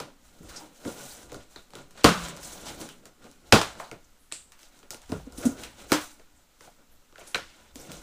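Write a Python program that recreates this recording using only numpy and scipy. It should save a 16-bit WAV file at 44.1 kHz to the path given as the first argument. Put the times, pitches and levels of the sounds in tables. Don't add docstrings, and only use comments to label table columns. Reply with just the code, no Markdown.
import sys
import numpy as np
from scipy import signal
from scipy.fft import rfft, irfft
from scipy.io import wavfile
from scipy.ndimage import uniform_filter1d

SR = 44100
rng = np.random.default_rng(int(sys.argv[2]) if len(sys.argv) > 2 else 0)


def attenuation_scalar(level_db):
    decades = np.asarray(level_db, float) / 20
    return 10 ** decades


def materialize(psi):
    bounded = np.clip(np.atleast_2d(psi).T, -1, 1)
    quanta = np.round(bounded * 32767).astype(np.int16)
    wavfile.write(sys.argv[1], SR, quanta)


N = 353682

# (time [s], peak level [dB], box drumming [dB], sizzle [dB], crack centre [Hz])
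STRAP_SNAPS = [
    (0.001, -21.5, -10.5, -10, 960),
    (2.0428, 0, -8.5, -15, 744),
    (2.0479, -0.5, -12, -25, 1250),
    (2.089, -9.5, -41, -12, 1210),
    (3.5237, 6.5, -18, -19.5, 960),
    (3.5285, -2.5, -10.5, -19, 2840),
    (3.614, -13, -15.5, -11, 1040),
    (5.119, -27.5, 0, -9.5, 1130),
    (5.635, -27, -17, -9.5, 2310),
    (5.919, -8, -13.5, -16, 1140),
]
# (time [s], peak level [dB], box drumming [dB], sizzle [dB], crack centre [Hz])
STRAP_WHIPS = [(2.366, -35.5, -20.5, -4.5, 5540), (5.907, -38.5, 1, -15, 1200), (5.919, -9, -14, -3, 1500),
               (5.9283, -24, -25, 7, 7000), (5.936, -30, -19.5, 6, 8000), (7.9687, -39, -15, -1, 5000),
               (1.344, -32, -7, -7.5, 5070), (2.657, -32, -13, -12, 4030), (3.314, -45.5, -25, 2, 7990),
               (3.914, -30, -5, -4, 2130), (4.323, -21, -24, -27, 3730), (4.631, -37.5, -21.5, -10, 3870),
               (4.906, -20, -21, -6, 5530), (4.945, -30.5, -12.5, -4, 795), (7.275, -38.5, -30, -6, 8080),
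               (7.346, -14.5, -17.5, -8.5, 3100), (7.356, -15.5, -19, -30, 1530),
               (7.7568, -35, -8.5, 1, 640), (7.9175, -29, -25, -4, 3300), (4.936, -38, -20, 0, 6000),
               (5.018, -44, -20, 0, 6000), (1.329, -38, -20, 0, 6000)]
# (time [s], peak level [dB], box drumming [dB], sizzle [dB])
KNIFE_TAPS = [(1.319, -32.5, -6.5, -7), (1.705, -43, -23, -6), (1.735, -33, -15, -16),
              (1.753, -30, -13, -7.5), (2.372, -30, -12, -31), (2.813, -32, -15, -3),
              (3.752, -38, -10, -28), (3.797, -46, -13, 0), (5.093, -43, 1.5, -4), (5.267, -48, -2, -10),
              (5.323, -44.5, -0.5, 2), (6.674, -44, -11, -19), (7.125, -45.5, -10, -13.5)]
# (time [s], peak level [dB], box drumming [dB], sizzle [dB])
EDGE_CATCHES = [(0.8504, -38, 4, -3), (1.297, -46, -13, -16), (1.56, -33, -6.5, -20),
                (1.908, -46.5, -27, -0.5), (2.284, -31.5, -13, 0), (2.889, -36, -19, -3),
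                (3.055, -41.5, -8, 2.5), (3.242, -44, -14.5, -4), (4.52, -40.5, -33.5, -2),
                (4.591, -46.5, -22, -2), (4.79, -52, -20, 5), (4.83, -41.5, -11.5, -23),
                (6.196, -44, -22, -18), (6.608, -37.5, -14.5, -9), (7.157, -38, -19.5, -26),
                (7.181, -36, -11, -22), (7.895, -49, 10.5, -17)]
# (time [s], peak level [dB], box drumming [dB], sizzle [dB], contact [ms])
FIBRE_NICKS = [(0.488, -41.5, -18, -1, 28), (1.974, -38, -10, -15, 11), (2.035, -35, -7.5, 2, 9.5),
               (2.429, -47.5, -18.5, 11, 18), (3.521, -33, -8.5, 0, 5.6), (4.316, -33.5, -21.5, -20, 2.9),
               (5.375, -50, -9.5, 12, 16), (5.425, -34, 2, -16, 21), (5.452, -43, -18, 13, 11),
               (5.897, -38.5, -8, -2, 10), (7.211, -41, -7, -25, 4.3), (7.265, -56, -15, 12.5, 37)]
SNAP_MS, WHIP_MS, TAP_MS, CATCH_MS = 2.67, 1.1, 1.6, 2.0
TAP_HZ, CATCH_HZ, NICK_HZ = 960, 1400, 1500
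# (level under the blow [dB], reverberation [s])
BLOW_ECHO = [(-9, 0.21), (-15, 0.28), (-12, 0.13)]
# (frequency [Hz], level [dB], four times the ring [s])
BOX_MODES = [(63.2, -20, 0.18), (93.6, -2.5, 0.11), (186, 2, 0.1), (307, 1, 0.1), (480, 2.5, 0.072),
             (575, 1.5, 0.13), (700, -5, 0.098), (800, -2.5, 0.086), (971, -19, 0.2), (1090, -15, 0.21),
             (1337, -21, 0.26), (1160, -16, 0.19), (1408, -15, 0.32)]
# (time [s], peak level [dB], frequency [Hz], ring [s])
PANEL_RINGS = [(2.0435, -10, 468.5, .12), (2.044, -12, 581, .05), (2.045, -21, 700, 0.15),
               (2.045, -18, 1068, .18), (2.044, -17.5, 1254, 0.12), (2.043, -18, 2880, .035),
               (3.5245, -15.5, 784, 0.13), (3.5247, -15.5, 1126, 0.11), (3.525, -22, 1440, .18),
               (3.5249, -15.5, 2640, .08), (3.526, -20.5, 3190, .08), (3.525, -25, 3760, .08),
               (3.53, -21, 466, .15), (3.53, -20.5, 614, .15), (5.92, -21, 510, 0.1),
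               (5.92, -21, 650, 0.087)]
# (time [s], peak level [dB], pitch [Hz], swell [ms], ring [s])
STRAP_THRUMS = [(0.403, -41.5, 168, 5.2, 0.093), (0.617, -45.5, 311, 21, 0.23),
                (0.853, -27.5, 272, 11, 0.066), (0.877, -22.5, 282, 4.4, 0.017),
                (2.046, -8, 298, 1.3, 0.089), (2.047, -11.5, 163, 6.4, 0.051), (2.049, -26, 59, 11, 0.25),
                (5.118, -35, 96, 8.2, 0.15), (2.17, -37, 172, 6.1, 0.8), (2.813, -34, 307, 4.8, 0.063),
                (3.528, -14, 100, 8.2, 0.083), (5.093, -33.5, 260, 11, 0.053), (5.12, -19, 270, 7.7, 0.015),
                (5.268, -33.5, 264, 8.8, 0.054), (5.382, -30.5, 267, 3, 0.053),
                (5.4523, -17, 237.5, 4, 0.12), (5.456, -10.5, 246, 16, 0.03), (5.487, -27, 272, 5.6, 0.14),
                (5.92, -8.5, 300, 1.5, 0.039), (5.934, -20.5, 307, 8, 0.19), (3.532, -12, 215, 5.6, 0.11),
                (7.757, -36, 268, 5, 0.045)]
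THRUM_SAG_PER_S = .2
# (time [s], peak level [dB], centre [Hz], width [Hz], dying [s])
STIFF_RINGS = [(4.323, -21, 7970, 1700, 0.36), (7.346, -18.5, 4000, 490, 0.14),
               (7.345, -18.5, 2360, 500, 0.1), (7.346, -23, 1470, 400, 0.2), (7.346, -24.5, 660, 330, 0.17),
               (3.914, -39, 2200, 330, 0.23), (5.2, -39, 760, 450, .12), (1.561, -35, 3880, 610, 0.23),
               (2.4, -57, 6300, 1500, 0.11), (7.158, -39.5, 1430, 570, 0.14),
               (2.044, -13.5, 1230, 300, 0.37), (3.525, -12, 780, 410, 0.19), (7.35, -28, 2700, 4300, .6),
               (4.93, -40, 770, 600, .2), (3.8, -26, 800, 750, 0.32), (4.323, -32.5, 2530, 660, 0.2)]
# (time [s], peak level [dB], centre [Hz], swell [ms], dying [s])
STRAP_CHATTERS = [(.56, -33, 5430, 3, 0.13), (.56, -39, 8060, 5, .1), (.59, -41.5, 843, 23, 0.33),
                  (.505, -45, 1300, 9, 0.25), (.872, -43, 8500, 8, .12), (1.1, -41, 4470, 8, 0.14),
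                  (2.231, -38, 7000, 8, .12), (2.283, -35.5, 7550, 4, 0.086), (2.44, -34.5, 7800, 10, .12),
                  (2.655, -38.5, 5450, 7, 0.11), (2.664, -38.5, 3480, 12, 0.14), (2.64, -38, 800, 23, 0.27),
                  (2.887, -42, 3040, 4, 0.23), (5.376, -37, 9440, 7, 0.073), (5.452, -30, 6600, 3, 0.22),
                  (5.452, -30, 9900, 2, 0.082), (5.458, -31, 8260, 8.5, 0.09), (6.195, -50, 500, 3, .08),
                  (7.18, -43, 650, 5, .15), (7.2, -50, 2530, 8.8, 0.17), (7.745, -48.5, 12100, 7.1, 0.055),
                  (7.787, -41.5, 5600, 12, .25), (7.8, -44, 7800, 15, .2), (7.79, -45.5, 13000, 8.7, 0.18),
                  (7.893, -43, 600, 4, .08), (.85, -34, 420, 6, .2), (.876, -36, 480, 4, .06),
                  (.405, -43, 300, 6, .15), (5.119, -29, 450, 3, .18), (5.125, -33, 170, 8, .25),
                  (6.674, -44, 720, 3, .08), (4.04, -52, 6500, 5, .06), (4.18, -59, 10200, 30, .6),
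                  (6.9, -56, 12000, 25, .3), (6.35, -57, 7500, 20, .25), (7.27, -42, 9500, 6, .25),
                  (2.045, -16, 190, 5, .2), (2.06, -22, 1200, 15, .5), (3.83, -46, 4100, 10, .3),
                  (7.87, -41, 150, 20, .4)]
CHATTER_WIDTH = 0.32
# (full speed from [s], held [s], level [dB], sizzle [dB])
STRAP_SLIDES = [(.25, 0.27, -61.5, -1), (0.431, .06, -55, -1), (.5, 0.11, -49, -3), (.76, 0.09, -58, 1),
                (.875, 0.17, -46.5, 2), (1.05, 0.077, -48.5, 5), (1.16, 0.06, -52.5, 1.5),
                (1.3, 0.11, -57, -11), (1.52, 0.054, -57.5, -2), (1.76, 0.024, -52.5, -6),
                (1.99, 0.021, -45, -13), (2.12, 0.14, -38.5, -6.5), (2.33, 0.051, -50, -7),
                (2.43, 0.14, -47, 1.5), (2.6, 0.041, -50.5, 1), (2.75, 0.034, -52.5, 4),
                (2.669, 0.015, -42, -3), (2.808, 0.014, -42.5, -1), (3.24, 0.13, -61.5, -4),
                (3.48, 0.033, -55.5, -4), (3.66, 0.046, -43.5, -12), (3.8, 0.011, -49.5, -1),
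                (4.6, .05, -59.5, -0.5), (4.72, 0.079, -62, -4), (5.03, 0.011, -53, -13),
                (5.1, 0.088, -52.5, -3), (5.392, 0.084, -46.5, 5), (5.599, 0.043, -46.5, -2.5),
                (5.799, 0.019, -47, -5.5), (5.91, 0.13, -46.5, 4), (6.62, 0.041, -56.5, 0.5),
                (7.2, 0.16, -55.5, -2.5), (7.49, .16, -56, -10), (7.78, 0.26, -52, -2.5)]
# (full weight from [s], held [s], level [dB])
PALM_RUBS = [(.08, 0.018, -51), (.33, 0.074, -57.5), (.43, 0.22, -49.5), (.68, 0.059, -62),
             (.87, 0.038, -37.5), (.97, 0.081, -44.5), (1.15, 0.25, -52), (1.77, 0.036, -45),
             (1.95, 0.079, -54.5), (2.15, 0.21, -43.5), (2.45, 0.12, -51.5), (2.58, 0.29, -45),
             (2.81, 0.012, -37.5), (3.04, 0.028, -56), (3.25, 0.012, -45.5), (3.45, .05, -56.5),
             (3.79, 0.01, -45), (4.7, 0.16, -64), (5.15, 0.058, -56), (5.27, 0.088, -51),
             (5.41, 0.061, -38.5), (5.55, 0.069, -46), (5.8, 0.069, -51), (6.19, .012, -57.5),
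             (6.67, 0.01, -53.5), (6.8, .02, -59), (7.27, 0.047, -59), (7.52, 0.12, -59), (7.8, 0.024, -45),
             (7.85, 0.13, -47.5)]
# (full weight from [s], held [s], level [dB])
FOOT_SHIFTS = [(.24, 0.068, -60), (.42, 0.068, -50), (.87, .05, -59), (1.02, 0.17, -60), (1.26, 0.14, -54),
               (1.55, 0.082, -63), (1.8, .2, -66), (2.15, 0.08, -43), (2.42, .1, -56), (2.62, .25, -54),
               (3.22, 0.12, -63.5), (3.5, 0.23, -52), (3.9, 0.11, -63), (4.2, .1, -69.5), (5.1, 0.11, -43),
               (5.32, .2, -49.5), (5.6, .15, -50), (5.8, 0.28, -58), (6.2, 0.04, -61.5),
               (6.35, 0.071, -59.5), (4.05, .05, -62.5), (4.4, 0.075, -65), (6.62, .06, -70),
               (6.88, 0.088, -65.5), (7.17, .08, -64), (7.37, 0.11, -60), (7.62, .08, -64),
               (7.74, 0.045, -51), (7.85, .17, -53)]
# (rise [dB per s], fall [dB per s], idle level [dB])
SLIDE_SWELL = (350, 150, -69)
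RUB_SWELL = (280, 350, -71)
STEP_SWELL = (300, 190, -76)
PALM_HISS_DB, IDLE_SIZZLE_DB = -9.5, -9
# (frequency [Hz], level [dB per Hz])
CARD_SPECTRUM = [(350, -27.5), (600, -1), (877, -2), (1070, -7.5), (1440, -3), (1770, -7.5), (4090, -7),
                 (4650, -13.5), (8000, -15.5), (10400, -34.5), (17600, -120)]
# (frequency [Hz], level [dB per Hz])
SIZZLE_SPECTRUM = [(3000, -30), (6000, -3), (8000, -4), (10000, -6), (12000, -11.5), (15000, -9)]
# (frequency [Hz], reverberation [s], level [dB])
ROOM_BANDS = [(133.8, 1, 0.5), (251.6, 0.88, 3), (510, 0.41, -0.5), (1040, 0.6, 0), (2160, 0.6, -1),
              (4000, 0.33, -1), (8260, 0.25, -1), (14000, 0.18, -3)]
ROOM_DB, FIRST_ECHO_MS = -11, 1.3
# (frequency [Hz], level [dB per Hz])
AIR_SPECTRUM = [(12, -29.5), (20, -1.5), (33, -23), (64, -23), (115, -31.5), (264, -23.5), (321, -32.5),
                (1700, -37), (5600, -39), (7810, -37), (9220, -43), (15200, -43)]
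AIR_DB = -60.5
SWAY_HZ, SWAY_DB = 8, -61
MIC_HZ, MIC_WIDTH_HZ, MIC_DB = 1463, 77, 3


def band(x, hz, width_hz):
    hz = min(hz, SR * .4)
    return signal.lfilter(*signal.iirpeak(hz, hz / width_hz, fs=SR), x)


def band_twice(x, hz, width_hz):
    return band(band(x, hz, width_hz), hz, width_hz)


def ring(x, hz, t60):
    pole = np.exp(2j * np.pi * hz / SR - np.log(1000) / (t60 * SR))
    return signal.lfilter([1], [1, -pole], x).imag


def peak(x, db):
    return attenuation_scalar(db) * x / np.abs(x).max()


def add(bus, s, x):
    i = int(s * SR)
    bus[i:i + len(x)] += x[:N - i]


def swell_and_die(t, swell_ms, t60):
    swell = max(swell_ms, 1) / 1000
    fall = attenuation_scalar(-60 * (t - swell) / max(t60, .01))
    return np.where(t < swell, t / swell, fall)


def contacts():
    rows = [(*r, SNAP_MS) for r in STRAP_SNAPS]
    rows += [(*r, WHIP_MS) for r in STRAP_WHIPS]
    rows += [(*r, TAP_HZ, TAP_MS) for r in KNIFE_TAPS]
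    rows += [(*r, CATCH_HZ, CATCH_MS) for r in EDGE_CATCHES]
    rows += [(*r[:4], NICK_HZ, r[4]) for r in FIBRE_NICKS]
    return rows


def box(blow):
    modes = enumerate(BOX_MODES)
    return sum((-1) ** k * attenuation_scalar(db) * ring(blow, hz, 0.25 * t60) for k, (hz, db, t60) in modes)


def snaps():
    rows = contacts()
    t = np.arange(SR // 3) / SR
    noise = rng.standard_normal((len(rows), 3, len(t)))
    build_up = 1 - np.exp(-t / 0.0055)
    echoes = np.array([attenuation_scalar(db - 60 * t / t60) * build_up for db, t60 in BLOW_ECHO])
    out = np.zeros(N)
    for (s, db, box_db, sizzle_db, hz, ms), grit in zip(rows, noise):
        contact = max(ms, .2) / 1000 * np.array([[3.0], [1], [.8]])
        decay = np.maximum(np.exp(-t / contact), echoes * np.sqrt(ms / 2))
        onset = 1 - np.exp(-t / (0.14 * contact))
        low, mid, high = grit * decay * onset
        knock = band(band(low, 300, 600), 410, 800) + attenuation_scalar(-32) * box(low)
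        crack = band_twice(mid, hz, 1.1 * hz)
        crack = crack + .5 * band(band(mid, 2200, 4000), 2200, 6000)
        sizzle = band(band(high, 6500, 6200), 6000, 9600) + attenuation_scalar(-8) * band(high, 14000, 3500)
        blow = peak(crack, db - 2.0)
        blow += peak(knock, db + box_db + 4.0)
        blow += peak(sizzle, db + sizzle_db + 2.5)
        add(out, s, blow)
    return out


def panels():
    out, t = np.zeros(N), np.arange(SR // 3) / SR
    for s, db, hz, t60 in PANEL_RINGS:
        turn = 2 * np.pi * hz * t
        pair = np.sin(turn) + 0.31 * np.sin(1.045 * turn)
        first_cycle = np.minimum(t * hz, 1)
        add(out, s, attenuation_scalar(db - 60 * t / t60) * first_cycle * pair)
    return out


def thrums():
    out, t = np.zeros(N), np.arange(SR // 2) / SR
    for s, db, hz, swell_ms, t60 in STRAP_THRUMS:
        shape = swell_and_die(t, swell_ms, t60)
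        turn = 2 * np.pi * hz * (t - THRUM_SAG_PER_S * t ** 2 / 2)
        swing = np.sin(turn) + .15 * shape * np.sin(1.9 * turn)
        add(out, s, attenuation_scalar(db) * shape * swing)
    return out


def rings():
    out, t = np.zeros(N), np.arange(SR // 3) / SR
    noise = rng.standard_normal((len(STIFF_RINGS), len(t)))
    for (s, db, hz, width_hz, t60), grit in zip(STIFF_RINGS, noise):
        tick, shimmer = np.exp(-t / .0015), .17 * attenuation_scalar(-60 * t / t60)
        burst = grit * np.maximum(tick, shimmer)
        add(out, s, peak(band_twice(burst, hz, width_hz), db))
    return out


def chatters():
    out, t = np.zeros(N), np.arange(SR // 3) / SR
    noise = rng.standard_normal((len(STRAP_CHATTERS), len(t)))
    for (s, db, hz, swell_ms, t60), grit in zip(STRAP_CHATTERS, noise):
        burst = grit * swell_and_die(t, swell_ms, t60)
        add(out, s, peak(band_twice(burst, hz, CHATTER_WIDTH * hz), db))
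    return out


def colour(x, table):
    hz, db = np.transpose(table)
    place = np.log(np.fft.rfftfreq(len(x), 1 / SR) + 1)
    gain = attenuation_scalar(np.interp(place, np.log(hz), db, left=-80))
    return irfft(rfft(x) * gain, len(x)) / np.sqrt(np.mean(gain ** 2))


def grains(per_s, spread_db, bed):
    hits = rng.random(N) < per_s / SR
    clicks = hits * rng.standard_normal(N) * attenuation_scalar(spread_db * rng.exponential(size=N))
    x = bed * rng.standard_normal(N) + clicks / clicks.std()
    return x / x.std()


def flicker(count, depth_db):
    steps = np.repeat(rng.standard_normal(N // count + 1), count)
    return attenuation_scalar(depth_db * uniform_filter1d(steps, size=count)[:N])


def patchy(x, depth_db):
    hz = 250 * 2 ** np.arange(7)
    spectrum, place = rfft(x), np.log2(np.fft.rfftfreq(N, 1 / SR) + 1)
    shares = [np.interp(place, np.log2(hz), row) for row in np.eye(len(hz))]
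    return sum(flicker(count=500, depth_db=depth_db) * irfft(spectrum * share, N) for share in shares)


def strokes(rows, shape):
    rise, fall, idle_db = shape
    t = np.arange(N) / SR
    out = np.full(N, float(idle_db))
    for s, held, db in rows:
        before, after = np.maximum(s - t, 0), np.maximum(t - s - held, 0)
        out = np.maximum(out, db - rise * before - fall * after)
    return out


def scrape():
    hum = attenuation_scalar(strokes(PALM_RUBS, RUB_SWELL))
    thud = attenuation_scalar(strokes(FOOT_SHIFTS, STEP_SWELL))
    slide = attenuation_scalar(strokes([r[:3] for r in STRAP_SLIDES], SLIDE_SWELL))
    hiss = np.hypot(slide, attenuation_scalar(PALM_HISS_DB) * hum)
    rise, fall, idle_db = SLIDE_SWELL
    fizz_rows = [(s, held, db + sizzle_db) for s, held, db, sizzle_db in STRAP_SLIDES]
    fizz = attenuation_scalar(strokes(fizz_rows, (rise, fall, idle_db + IDLE_SIZZLE_DB)))
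    slip = flicker(count=1500, depth_db=1.4)
    grit = grains(2500, 1.1, 1.7)
    rub = grains(900, 1.2, 1.3)
    drum = band_twice(rub, 380, 500) + attenuation_scalar(-31.5) * box(rub)
    feet = band(band(rng.standard_normal(N), 54, 29), 60, 52)
    edge = hiss * colour(grit, CARD_SPECTRUM) + fizz * colour(grit, SIZZLE_SPECTRUM)
    edge = slip * patchy(edge, depth_db=2.5)
    card = hum * slip * flicker(count=2500, depth_db=0.5) * drum / drum.std()
    floor = thud * flicker(count=4000, depth_db=2.0) * feet / feet.std()
    return attenuation_scalar(-4.5) * (edge + card), attenuation_scalar(-3) * floor


def room(x):
    t = np.arange(int(.7 * SR)) / SR
    tail = np.zeros(len(t))
    for hz, t60, db in ROOM_BANDS:
        tail += attenuation_scalar(db - 60 * t / t60) * band(rng.standard_normal(len(t)), hz, hz * 0.39)
    tail *= np.clip(1000 * t / FIRST_ECHO_MS - .5, 0, 1)
    return attenuation_scalar(ROOM_DB) * signal.fftconvolve(x, tail / np.sqrt(np.sum(tail ** 2)))[:N]


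def air():
    tone = colour(rng.standard_normal(N), AIR_SPECTRUM)
    fan = band_twice(rng.standard_normal(N), 1300, 220)
    sway = band_twice(rng.standard_normal(N), SWAY_HZ, 7)
    still = attenuation_scalar(AIR_DB - 2.0) * (tone + attenuation_scalar(-18.0) * fan / fan.std())
    return still + attenuation_scalar(SWAY_DB) * sway / sway.std()


def scene():
    drag, feet = scrape()
    thrum = thrums()
    walls = room(drag + attenuation_scalar(-27) * thrum)
    blows = snaps() + rings() + chatters() + panels()
    return (blows + thrum + drag + walls + feet + air())[None]


def roll_off(x):
    return signal.sosfilt(signal.butter(12, 16480, fs=SR, output="sos"), x)


def record(dry):
    x = dry + (attenuation_scalar(MIC_DB) - 1) * band(dry, MIC_HZ, MIC_WIDTH_HZ)
    rounded = 0.92 * np.tanh(x / 0.9)
    top_cut = signal.ellip(8, .3, 40, 15420, fs=SR, output="sos")
    return roll_off(signal.sosfilt(top_cut, rounded))


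dry = scene()
out = record(dry)
materialize(out)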